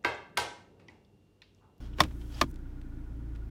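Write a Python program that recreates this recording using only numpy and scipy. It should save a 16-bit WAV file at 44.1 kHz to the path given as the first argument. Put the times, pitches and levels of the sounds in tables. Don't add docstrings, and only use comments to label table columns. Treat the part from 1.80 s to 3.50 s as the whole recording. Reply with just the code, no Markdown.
import sys
import numpy as np
from scipy.fft import rfft, irfft, next_fast_len
from scipy.io import wavfile
from scipy.ndimage import map_coordinates

SR = 44100
rng = np.random.default_rng(int(sys.argv[2]) if len(sys.argv) > 2 else 0)


def to_wav(sig):
    pcm = np.clip(np.atleast_2d(sig), -1, 1) * 32767
    pcm = np.round(pcm).astype(np.int16)
    wavfile.write(sys.argv[1], SR, pcm.T)


N = 74970


def amp(db):
    return 10 ** (np.asarray(db) / 20)


def unit(x):
    return x / np.sqrt(np.mean(x ** 2) + 1e-20)


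def along(points, hz):
    f, v = np.transpose(points)
    return np.interp(np.log(hz + 1), np.log(f + 1), v)


def curve(points):
    return np.interp(np.arange(N) / SR, *np.transpose(points))


def wobble(knots_per_s):
    knots = rng.standard_normal(N // 10)
    return map_coordinates(knots, [np.arange(N) * knots_per_s / SR])


def filtered(x, gain):
    size = next_fast_len(len(x) + SR // 10)
    spectrum = rfft(x, size) * gain(np.fft.rfftfreq(size, 1 / SR))
    return irfft(spectrum, size)[:len(x)]


def coloured(x, colour):
    return unit(filtered(x, lambda hz: amp(along(colour, hz))))


def noise(colour):
    return coloured(rng.standard_normal(N), colour)


def resonant_noise(centre_hz, width_hz):
    white = rng.standard_normal(N)
    return unit(filtered(white, lambda hz: 1 / (1 + (2 * (hz - centre_hz) / width_hz) ** 2)))


def add(out, start_s, sound):
    part = out[round(start_s * SR):][:len(sound)]
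    part += sound[:len(part)]


def envelope(rise_s, t60_s):
    t = np.arange(int(0.3 * SR)) / SR
    rise = 1 - np.exp(-(t / rise_s) ** 2)
    return rise * np.exp(-np.log(1000) * t / t60_s)


def mode(hz, rise_s, t60_s):
    shape = envelope(rise_s, t60_s)
    return shape * np.sin(2 * np.pi * hz * np.arange(len(shape)) / SR)


def mode_bank(modes, stop, swell_s, slope=0):
    out = 0
    for i, (hz, *stop_levels_db, t60_s) in enumerate(modes):
        rise_s = swell_s * (hz / 1000) ** -slope
        out = out + (-1) ** i * amp(stop_levels_db[stop]) * mode(hz, rise_s, t60_s)
    return out


def burst(bands, tilt_db=0, length=1):
    bands, out = np.array(bands), 0
    for centre in np.geomspace(140, 14000, 14):
        level_db, rise_s, t60_s = (along(bands[:, [0, column]], centre) for column in (1, 2, 3))
        shape = envelope(rise_s, length * t60_s)
        white = rng.standard_normal(len(shape))
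        band = shape * filtered(white, lambda hz: np.exp(-(np.log2((hz + 1) / centre) / 0.35) ** 2))
        level_db = level_db + tilt_db * np.log2(max(centre, 700) / 3000)
        out = out + amp(level_db) * band * np.linalg.norm(shape) / np.linalg.norm(band)
    return out


# start_s [s], swell_s (console build-up at 1 kHz) [s],
# crack_db [dB], thump_db [dB], cabin_db [dB], thump_hz [Hz]
STOP_IMPACTS = [(.2022, 0.0041, -16, -28, -33.5, 75.6), (.6114, 0.0044, -18.5, -35, -37, 70.1)]


def clacks():
    ring_lag_s = 0.0007
    out = np.zeros(N)
    for stop, (start_s, swell_s, crack_db, thump_db, cabin_db, thump_hz) in enumerate(STOP_IMPACTS):
        thump = amp(thump_db) * mode(thump_hz, rise_s=0.0055, t60_s=0.35)
        add(out, start_s, amp(crack_db) * crack())
        add(out, start_s + ring_lag_s, console_ring(stop, swell_s))
        add(out, start_s, thump - frame_ring(stop))
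        add(out, start_s, amp(cabin_db) * cabin_answer())
    return out


# frequency_hz [Hz], level_db [dB], rise_s [s], t60_s [s]
CRACK_BANDS = [(201, -31.5, 0.012, 0.013), (580, -5.5, .003, 0.033), (1500, -18, .003, 0.049),
               (3500, -0.5, 0.0019, 0.026), (5500, -2, 0.0044, 0.031), (7670, -10, 0.0018, 0.021),
               (11000, -14.5, 0.00033, 0.018), (16000, -19.5, 0.0029, 0.054)]


def crack():
    return burst(CRACK_BANDS)


# frequency_hz [Hz], first_stop_db [dB], second_stop_db [dB], t60_s [s]
CONSOLE_MODES = [(590, -15.5, -25.5, 0.058), (691, -16.5, -16, 0.036), (765, 4.5, -15, 0.012),
                 (920, -12.5, -48, 0.024), (1064.6, -0.5, -8, 0.027), (1205, -20, -13, 0.044),
                 (1460, -13, -29.5, 0.024), (1747, -19, -8, 0.022), (1921, 0.7, -40, 0.013),
                 (2280, -26, -26, 0.05), (2477, -26, -18.5, 0.029), (2660, -28.5, -30, 0.045),
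                 (3253, -8, -9, 0.016), (3252, -20.5, -21.5, 0.043), (3581, -0.5, -11.5, 0.016),
                 (3900, -36.8, -25, 0.022), (4220, -20.5, -22.5, 0.031), (4588, -13.5, -14.5, 0.017),
                 (4927, -21, -44, 0.0093), (5450, -14.5, -39.5, 0.025), (5690, -32.5, -21.5, 0.023)]


def console_ring(stop, swell_s):
    return mode_bank(CONSOLE_MODES, stop, swell_s, slope=0.33)


# frequency_hz [Hz], first_stop_db [dB], second_stop_db [dB], t60_s [s]
FRAME_MODES = [(129, -6.5, -44, 0.034), (165.6, -28.5, -36, 0.081), (217.4, -24, -34.5, 0.12),
               (257.3, -47.5, -21.5, 0.12), (307.8, -26.5, -31.5, 0.19), (352.3, -26, -17.5, 0.079)]


def frame_ring(stop):
    return mode_bank(FRAME_MODES, stop, swell_s=0.012)


# frequency_hz [Hz], level_db [dB], rise_s [s], t60_s [s]
CABIN_BANDS = [(100, -3, .01, 0.081), (250, 2, 0.021, 0.3), (450, -3, 0.0039, 0.054),
               (1020, 12, 0.0033, 0.074), (1960, 3, 0.002, 0.041), (4030, -13, 0.0075, 0.13),
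               (8000, -7.5, 0.0013, 0.073), (16000, -16.5, 0.002, .09)]


def cabin_answer():
    return burst(CABIN_BANDS)


# start_s [s], level_db [dB], treble_tilt [dB per octave],
# length (factor on the decay time) [ratio]
LIGHT_CONTACTS = [(0.185, -36, -5, 0.44), (0.19, -44.5, -6, 2.85), (.2168, -27, 3.5, 0.33),
                  (.2352, -34.5, 2.5, 0.74), (0.2368, -34, 0, .55), (0.2417, -46, -3, 0.84),
                  (.2479, -48.5, -4, 1.84), (.2834, -57, 1.5, .96), (0.3091, -56, -2.5, 1.2),
                  (0.4142, -54, 1, 0.46), (0.6367, -44, -10, 0.47), (0.6408, -55, 6.5, 0.36),
                  (.713, -60, 15.5, 0.2), (0.742, -57, 9.5, .233), (0.7579, -51, 4.5, .38),
                  (.788, -69.5, 8, .6), (1.0143, -52, 1, .47), (1.550, -56.5, -0.5, 0.51),
                  (1.5552, -53.5, -6, 0.28), (1.5597, -50.5, 1, 0.36)]
# frequency_hz [Hz], level_db [dB], rise_s [s], t60_s before the length factor [s]
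TICK_BANDS = [(202, -6, 0.0088, 0.083), (700, -6.5, 0.0015, 0.024), (1790, -7, 0.00055, .045),
              (3500, -8, 0.00085, 0.057), (6970, -15, 0.00041, 0.039), (16000, -25.5, 0.00037, .025)]


def ticks():
    out = np.zeros(N)
    for start_s, level_db, tilt_db, length in LIGHT_CONTACTS:
        add(out, start_s, amp(level_db) * burst(TICK_BANDS, tilt_db, length))
    return out


# time_s [s], level_db [dB]
RUB_LEVEL = [(0, -61), (.06, -61.5), (.105, -72), (.16, -73), (.2, -45), (.27, -71), (.39, -71.5),
             (.416, -62), (.44, -67.5), (.49, -67.5), (.54, -55), (.611, -51), (.635, -79.5), (.78, -84)]
# frequency_hz [Hz], level_db [dB per Hz]
RUB_COLOUR = [(300, -6.5), (600, 4.5), (1200, 0), (2100, -5), (2800, -1), (3200, 4), (3700, -3.5),
              (4950, -6), (5300, -3.5), (6100, -9), (16000, -27.5)]
# time_s [s], level_db [dB]
HISS_LEVEL = [(0, -74), (.15, -85), (.19, -62.5), (.3, -71), (.45, -69.5), (.6, -64.5), (.66, -75.5),
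              (.708, -66), (.725, -81)]
# frequency_hz [Hz], level_db [dB per Hz]
HISS_SPECTRUM = [(2000, -27.5), (6000, 3.5), (9000, 2), (16000, 1)]


def slide():
    catches_per_s, catch_db = 330, -5
    caught = rng.random(N) < catches_per_s / SR
    grit = coloured(caught * rng.uniform(-0.88, 1, N), RUB_COLOUR)
    rub = unit(noise(RUB_COLOUR) + amp(catch_db) * grit)
    hiss = noise(HISS_SPECTRUM)
    return amp(curve(RUB_LEVEL)) * rub + amp(curve(HISS_LEVEL)) * hiss


# start_s [s], pitch_hz [Hz], level_db [dB], t60_s [s]
EDGE_SNAGS = [(.131, 3000, -56.5, 0.064), (.412, 3250, -51.5, 0.033), (.544, 5000, -47.5, 0.041)]


def snags():
    out = np.zeros(N)
    for start_s, pitch_hz, level_db, t60_s in EDGE_SNAGS:
        shape = envelope(0.0021, t60_s)
        rasp = resonant_noise(pitch_hz, width_hz=800)[:len(shape)]
        add(out, start_s, amp(level_db) * shape * rasp)
    return out


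# time_s [s], load [0-1]
ENGINE_LOAD = [(0, 0.76), (.4, 0.64), (.66, 1), (.74, 0.1), (1.25, 0.4), (1.36, 0.96), (1.7, 0.79)]
# order [multiple], neutral_db [dB], in_gear_db [dB]
FIRING_ORDERS = [(1, -42, -48), (2, -49, -38.5), (3, -52, -56), (4, -60.5, -48.5), (5, -63.5, -56.5)]


def engine(firings):
    smear = 0.1
    unsteady_db, uneven_db = 0.8, 0.25
    load = curve(ENGINE_LOAD)
    pulses = np.zeros(N)
    for order, neutral_db, in_gear_db in FIRING_ORDERS:
        level_db = neutral_db + load * (in_gear_db - neutral_db) + unsteady_db * wobble(8)
        cycles = order * firings - load * smear * (order - 1) ** 2
        pulses += np.sqrt(2) * amp(level_db) * np.cos(2 * np.pi * cycles)
    return -pulses * amp(-uneven_db * np.cos(np.pi * firings))


# time_s [s], firing_rate [firings per second]
FIRING_RATE = [(0, 28.8), (.66, 28.4), (.8, 29.5), (.95, 30.7), (1.1, 27.4), (1.25, 29), (1.4, 28.4),
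               (1.7, 26.8)]


def firing_count():
    first_firing_s = 0.02762
    return np.cumsum(curve(FIRING_RATE)) / SR - first_firing_s * FIRING_RATE[0][1]


# frequency_hz [Hz], level_db [dB per Hz]
FLOOR_COLOUR = [(20, -6), (60, -4.5), (120, 1.5), (170, -1.5), (230, -2), (370, -7.5), (440, -16),
                (650, -20.5), (1000, -25), (1700, -27), (3000, -36.5), (6000, -44), (10000, -51),
                (16000, -51)]
# centre_hz [Hz], width_hz [Hz], level_db [dB],
# swing_db with each turn of the crankshaft [dB]
DRONE_BANDS = [(292.7, 47.5, -55, 2), (948, 18, -78.5, -2.5), (1445, 110, -74, 5.5)]


def cabin_noise(firings):
    lag = 1.77
    throb = np.cos(np.pi * (firings - lag))
    out = amp(-51) * noise(FLOOR_COLOUR)
    for centre_hz, width_hz, level_db, swing_db in DRONE_BANDS:
        out += amp(level_db + swing_db * throb) * resonant_noise(centre_hz, width_hz)
    return out


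def scene():
    firings = firing_count()
    lever = clacks() + ticks() + slide() + snags()
    return (lever + engine(firings) + cabin_noise(firings))[None]


def record(dry):
    top_hz, fade_s, end_s = 15880, 0.006, N / SR
    ramp = curve([(0, 0), (fade_s, 1), (end_s - fade_s, 1), (end_s, 0)])
    fade = np.sin(np.pi / 2 * ramp) ** 2
    return np.array([filtered(x * fade, lambda hz: hz < top_hz) for x in dry])


dry = scene()
out = record(dry)
to_wav(out)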